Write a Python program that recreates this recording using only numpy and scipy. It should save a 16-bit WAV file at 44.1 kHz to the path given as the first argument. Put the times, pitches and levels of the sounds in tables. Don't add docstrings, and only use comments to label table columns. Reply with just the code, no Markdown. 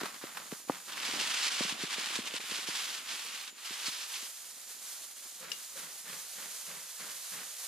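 import sys
import numpy as np
from scipy import signal
from scipy.fft import rfft, irfft, next_fast_len
from scipy.io import wavfile
from scipy.ndimage import uniform_filter1d

SR = 44100
rng = np.random.default_rng(int(sys.argv[2]) if len(sys.argv) > 2 else 0)


def wav_record(signal):
    frames = np.transpose(np.atleast_2d(signal))
    bounded = np.clip(frames, -1, 1)
    quanta = np.round(bounded * 32767).astype(np.int16)
    wavfile.write(sys.argv[1], SR, quanta)


N = 338247
TIME = np.arange(N) / SR
SNOW_SETTLE_S = 0.054


def from_db(db):
    return 10 ** (np.asarray(db) / 20)


def rms_one(x):
    return x / np.sqrt(np.mean(x ** 2) + 1e-20)


def in_time(rows):
    s, value = np.transpose(rows)
    return np.interp(TIME, s, value)


def over_hz(points):
    hz, value = np.transpose(points)
    size = next_fast_len(N)
    spectrum_hz = np.arange(size // 2 + 1) * SR / size
    return np.interp(np.log(spectrum_hz + 1), np.log(hz), value)


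def shape(x, gain):
    size = next_fast_len(N)
    return irfft(rfft(x, size) * gain, size)[..., :N]


def band_pass(x, order, low_hz, high_hz):
    return signal.sosfilt(signal.butter(order, [low_hz, high_hz], "band", fs=SR, output="sos"), x)


def drift(rate_hz):
    r = np.exp(-80 * np.pi * rate_hz / SR)
    slow = signal.lfilter([1], [1, -2 * r, r * r], rng.standard_normal(N // 40 + 2002))
    slow = slow[2000:]
    return np.interp(np.arange(N) / 40, np.arange(len(slow)), rms_one(slow))


def grains(per_s, spread_db):
    sizes = from_db(spread_db * np.minimum(rng.exponential(1, N), 4)) * rng.choice([-1, 1], N)
    happens = rng.random(N) < per_s / SR
    return rms_one(sizes * happens / np.sqrt(per_s))


def bursts(rows, fall_s):
    out = np.zeros(N)
    for s, level_db, hold_s, swell_s in rows:
        start = max(int(s * SR), 0)
        age = TIME[start:][:SR] - s
        fade = np.exp(-np.maximum(age - hold_s, 0) / fall_s)
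        out[start:][:SR] += from_db(level_db) * np.clip(age / swell_s, 0, 1) * fade
    return out


def outdoors(source, colour):
    # f/Hz, likeness/0-1 (anything above 1 counts as 1)
    likeness = [(100, 1.05), (400, 0.36), (900, 0.5), (2500, 0.77), (6000, 0.63), (13000, 0.22)]
    gain = rms_one(from_db(over_hz(colour)))
    alike = np.clip(over_hz(likeness), 0, 1)
    size = int(0.013 * SR)
    scatter = rng.standard_normal((2, size)) * np.linspace(1, 0, size) ** 2
    scatter /= np.sqrt(np.sum(scatter ** 2, axis=1, keepdims=True))
    power = signal.fftconvolve(source[None] ** 2, scatter ** 2, axes=1)[:, :N]
    diffuse = np.sqrt(np.maximum(power, 0)) * rng.standard_normal((2, N))
    return shape(source, gain * np.sqrt(alike)) + shape(diffuse, gain * np.sqrt(1 - alike))


def choking():
    # t/s, depth/dB, half-width/s
    choke_rows = [(0.639, 4, 0.023), (0.945, 3, 0.011), (1.499, 7.5, 0.0037), (1.762, 5, 0.023),
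                  (1.883, 2.5, 0.012), (1.964, 4.5, 0.01), (2.227, 2.5, 0.021), (2.316, 2.5, 0.01),
                  (2.392, 7, 0.0046), (2.66, 9, 0.0052), (3.04, 4.5, 0.03), (3.27, -0.5, 0.021),
                  (3.455, 1.5, 0.021), (3.54, 12, 0.03), (3.615, 6.5, 0.017), (4.066, 3, 0.017),
                  (4.535, 3.5, 0.0099), (4.653, 4, 0.016), (4.773, 4, 0.034), (5.147, 5, 0.02),
                  (5.483, 6, 0.012), (6.03, 4.5, 0.021)]
    return sum(depth_db * np.exp(-.5 * ((TIME - s) / width_s) ** 2) for s, depth_db, width_s in choke_rows)


def fizz(lift_db=1.0, flutter_db=0.57, sway_db=1.0, crackle_db=-7, choke_share=0.99, sluggish_s=.025):
    # t/s, level/dB
    fizz_strength = [(-0.0, -51), (0.801, -49), (1.502, -55.5), (2.831, -47), (3.475, -49.5), (4.278, -44),
                     (4.416, -47.5), (4.841, -43), (5.313, -48.5), (5.85, -45.5), (6.756, -43.5),
                     (6.922, -45.5), (7.384, -43), (7.671, -42.5)]
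    # f/Hz, level/dB
    fizz_colour = [(120, -48), (250, -24), (500, -8), (1200, -4.5), (2500, -4), (4300, 0.5), (5500, 0.5),
                   (6400, 3.5), (8000, 1), (10400, 1), (11500, -1.5), (14500, -4)]
    dip_db = choke_share * uniform_filter1d(choking(), size=max(int(sluggish_s * SR), 1))
    wander_db = flutter_db * drift(23) + sway_db * drift(6.8)
    level_db = in_time(fizz_strength) + lift_db - dip_db + wander_db
    crackle = from_db(crackle_db) * grains(1500, spread_db=3.0)
    powder = rms_one(rng.standard_normal(N) + crackle)
    return outdoors(powder * from_db(level_db), fizz_colour)


def crunch(powder_db, clump_db):
    fractures = grains(750 * from_db(3 * drift(30)), spread_db=3.0)
    snow = fractures + from_db(powder_db) * rng.standard_normal(N)
    return rms_one(snow * from_db(clump_db * drift(66)))


def shuffling():
    # t/s, level/dB, hold/s
    shuffle_rows = [(0, -40, 0.063), (0.137, -53, .015), (0.213, -48, 0.09), (0.344, -49.5, 0.07),
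                    (0.453, -56, 0.0085), (0.513, -50.5, 0.011), (0.681, -46, 0.067), (0.878, -45.5, 0.25)]
    # t/s, level/dB, hold/s
    snap_rows = [(0.057, -36.5, 0.0021), (0.3705, -35, 0.0033), (0.378, -43.5, 0.005), (0.535, -43, .001),
                 (0.72, -40, .001), (0.8, -47, 0.0018)]
    # f/Hz, level/dB
    snow_colour = [(60, -59), (160, -4), (350, -5.5), (520, -4), (720, -2), (1100, 3.5), (1600, 1.5),
                   (2500, -2), (4500, -4.5), (9000, -14.5)]
    snap_colour = [(200, -30), (1000, 6), (2000, -2), (3500, -2), (6000, -10), (12000, -13)]
    weight = bursts([(*row, 0.0032) for row in shuffle_rows], fall_s=SNOW_SETTLE_S)
    snaps = bursts([(*row, .0005) for row in snap_rows], fall_s=0.0028) * rng.standard_normal(N)
    shifting = weight * crunch(powder_db=-4, clump_db=1.0)
    return outdoors(shifting, snow_colour) + outdoors(snaps, snap_colour)


def whistle(whistle_db=-60.5, pitch_hz=7075, sag_hz_per_s=170, waver_hz=18, airy_db=-4, width_hz=45):
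    # start t/s, end t/s
    sag_rows = [(.45, .98), (5.25, 6.0)]
    sag_hz = sum(sag_hz_per_s * (TIME - start) * ((TIME > start) & (TIME < end)) for start, end in sag_rows)
    phase = 2 * np.pi * np.cumsum(pitch_hz - sag_hz + waver_hz * drift(12.4)) / SR
    air = drift(width_hz) * np.sin(phase) + drift(width_hz) * np.cos(phase)
    return from_db(whistle_db) * (np.sin(phase) + from_db(airy_db) * air)


def burble(per_s=90, clump_db=2):
    # t/s, level/dB
    burble_strength = [(0, -68), (.9, -65.5), (1.15, -50.5), (1.5, -58.5), (2.2, -55.5), (3, -65), (4, -75),
                       (5, -69.5), (7.67, -82)]
    # f/Hz, level/dB
    burble_colour = [(60, -27), (140, -10), (230, 2.5), (400, -0.5), (800, -3.5), (2000, -24.5)]
    puffs = rms_one(grains(per_s, spread_db=-2.0) * from_db(clump_db * drift(7.7)))
    return outdoors(from_db(in_time(burble_strength)) * puffs, burble_colour)


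def pops(low_hz=220, reach=1.67, tail_low_hz=125, tail_high_hz=380, tail_db=-13, scatter=0.08, scatter_s=0.003):
    # t/s, level/dB of the main pulse's peak, f/Hz that sets how high the pop reaches
    pop_rows = [(0.0155, -31.5, 480), (0.033, -32, 320), (0.0383, -40, 380), (0.2386, -32, 380),
                (0.524, -31, 337), (0.6974, -15, 600), (1.136, -37.5, 332), (1.607, -26, 357),
                (1.649, -36.5, 296), (1.722, -42, 212), (1.835, -32.5, 260), (1.982, -35, 403),
                (2.188, -31.5, 275), (2.34, -36.5, 348), (2.518, -38.5, 320), (2.686, -37.5, 288),
                (3.707, -47, 234), (3.881, -43, 210), (4.228, -52, 320)]
    out = np.zeros(N)
    kick, age = signal.unit_impulse(4096), TIME[:4096]
    for s, peak_db, hz in pop_rows:
        size = (hz / 400) ** .5
        bottom_hz = low_hz * size
        pulse = band_pass(kick, 3, bottom_hz, max(reach * hz, 1.3 * bottom_hz))
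        tail_scale = min(size, 1)
        tail = band_pass(kick, 3, tail_scale * tail_low_hz, tail_scale * tail_high_hz)
        tail_gain = from_db(tail_db) / size ** 2
        pop = pulse / np.abs(pulse).max() - tail_gain * tail / np.abs(tail).max()
        rough = rng.standard_normal(len(kick)) * age / scatter_s * np.exp(-age / scatter_s)
        ground = kick + scatter * rough
        at = round(s * SR)
        out[at:at + len(kick)] += from_db(peak_db) * signal.fftconvolve(pop, ground)[:len(kick)]
    return out


def sparks(per_s=260, spark_s=0.0008, spread_db=2.0):
    fade = np.exp(-2 / (spark_s * SR))
    power = signal.lfilter([1], [1, -fade], grains(per_s, spread_db) ** 2 + 1e-18)
    return rms_one(np.sqrt(power) * rng.standard_normal(N))


def jet(lift_db=1.5, flutter_db=1.15, spit_db=-6.0, spark_db=-7.5, surge_bright=0.95, spark_slope=0.26):
    # t/s, level/dB
    jet_strength = [(0.872, -56.4), (0.891, -49.5), (0.99, -40.5), (1.46, -35), (1.753, -40),
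                    (2.027, -37.5), (2.433, -44), (2.77, -41), (3.532, -47.5), (3.721, -44), (4.226, -49),
                    (4.335, -67)]
    # t/s, share of its strength/0-1
    flare = [(.82, 0.2), (.88, 0.97), (4.35, 1), (4.8, 0.7)]
    # t/s, level/dB
    edge_strength = [(.9, -32), (1.45, -0.5), (2.3, -36), (2.8, -2), (3.4, -14), (3.8, -7), (3.92, 5.5),
                     (4.4, -2)]
    # t/s, level/dB, hold/s
    spit_rows = [(1.046, -40.5, 0.025), (1.19, -40.5, 0.049), (1.428, -48, 0.033), (1.924, -46, 0.018),
                 (2.139, -37.5, 0.025), (2.254, -40, 0.025), (2.345, -42, 0.022), (2.505, -47, 0.19),
                 (2.748, -42, 0.027), (3.08, -45.5, 0.072), (3.318, -50, 0.087), (3.649, -50, 0.054),
                 (3.855, -41.5, 0.037), (4.132, -47, 0.036), (4.21, -53, 0.054)]
    # f/Hz, level/dB
    jet_colour = [(100, -68), (200, -21), (350, -15), (600, -14), (1100, -4), (2000, -2.5), (3000, 0),
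                  (4500, -3.5), (6000, -7), (8000, -10), (10500, -15), (13000, -24.5)]
    steady_db = in_time(jet_strength) + lift_db
    edge_db = in_time(edge_strength)
    spits = from_db(spit_db) * bursts([(*row, 0.0051) for row in spit_rows], fall_s=.005)
    flow = from_db(steady_db - choking() + flutter_db * drift(35)) + spits
    sparky = from_db(spark_db - spark_slope * (edge_db - edge_db.mean()))
    gas = (rng.standard_normal(N) + sparky * sparks()) / np.sqrt(1 + sparky ** 2)
    edge = band_pass(gas, 1, 4200, 7500)
    surge = (flow / from_db(steady_db)) ** surge_bright - 1
    alight = np.clip(in_time(flare), 0, 1)
    rush = gas + (from_db(edge_db) + surge) * edge
    return outdoors(alight * flow * rush, jet_colour)


def jogging(creak_hz=530):
    # t/s, level/dB
    stride_rows = [(5.399, -47.5), (5.747, -48.5), (6.039, -48), (6.348, -49), (6.66, -48.5), (6.979, -48),
                   (7.30, -47.5)]
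    # t/s, level/dB, hold/s
    creak_rows = [(5.399, -55.5, 0.045), (5.753, -50, 0.016)]
    # f/Hz, level/dB
    stride_colour = [(70, -36), (165, 0), (330, -9), (520, -0.5), (750, -7), (1100, -1), (1600, 1),
                     (2500, -2.5), (4500, -6), (9000, -16)]
    hold_s, swell_s = .11, .03
    weight = bursts([(*row, hold_s, swell_s) for row in stride_rows], fall_s=SNOW_SETTLE_S)
    creak_phase = 2 * np.pi * np.cumsum(creak_hz + 35 * drift(77.5)) / SR
    creak = np.sin(creak_phase) * from_db(2.5 * drift(90))
    scuffs = outdoors(weight * crunch(powder_db=3.5, clump_db=1.5), stride_colour)
    return scuffs + creak * bursts([(*row, .01) for row in creak_rows], fall_s=.015)


def clack(start_s=5.5172, clack_db=-35.5, tail_db=-7, tail_s=0.028, pan_db=9, crack_s=.003):
    # f/Hz, level/dB, time to fall by 60 dB/s
    clack_modes = [(2835, -5.5, 0.18), (2890, 4.5, 0.033), (3750, -2, 0.04), (5050, -5, 0.06),
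                   (5300, -1, 0.022), (5860, -1, .04)]
    age = np.clip(TIME - start_s, 0, 1)
    ring = sum(from_db(db - 60 * age / t60) * np.sin(2 * np.pi * hz * age) for hz, db, t60 in clack_modes)
    ring = signal.sosfilt(signal.butter(2, 1800, "high", fs=SR, output="sos"), ring)
    scatter = rms_one(band_pass(rng.standard_normal((2, N)), 2, 2400, 6200))
    fade = np.exp(-age / crack_s) + from_db(tail_db) * np.exp(-age / tail_s)
    channel_db = clack_db + np.array([[.5], [-.5]]) * pan_db
    return from_db(channel_db) * (ring + scatter * (age > 0) * fade)


def scene(air_db=-86):
    # f/Hz, level/dB
    balance = [(200, 1), (700, -0.2), (2500, -0.3), (4400, -1), (6500, -3), (9000, -3.5), (14000, -1.5)]
    # f/Hz, phase/radians
    lead = [(100, -0.15), (450, -0.73), (1000, -0.57), (2400, -0.03), (4500, -0.35), (5800, -1.44),
            (6800, -0.91), (9500, -0.1), (14000, -0.54)]
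    # f/Hz, level/dB
    air_colour = [(15, -50), (30, 25), (60, 13), (150, -29), (1000, -47), (10000, -60)]
    mix = jet() + fizz() + burble() + pops() + shuffling() + jogging() + clack() + whistle()
    side = np.array([[1], [-1]]) / 2
    placed = shape(mix, from_db(side * over_hz(balance)) * np.exp(1j * side * over_hz(lead)))
    air = rms_one(shape(rng.standard_normal((2, N)), from_db(over_hz(air_colour))))
    return placed + from_db(air_db) * air


def record(dry):
    thinned = signal.sosfilt(signal.butter(1, 15, "high", fs=SR, output="sos"), dry)
    cutoff_hz = 14600
    return signal.sosfilt(signal.ellip(12, .1, 80, cutoff_hz, fs=SR, output="sos"), thinned)


dry = scene()
out = record(dry)
wav_record(out)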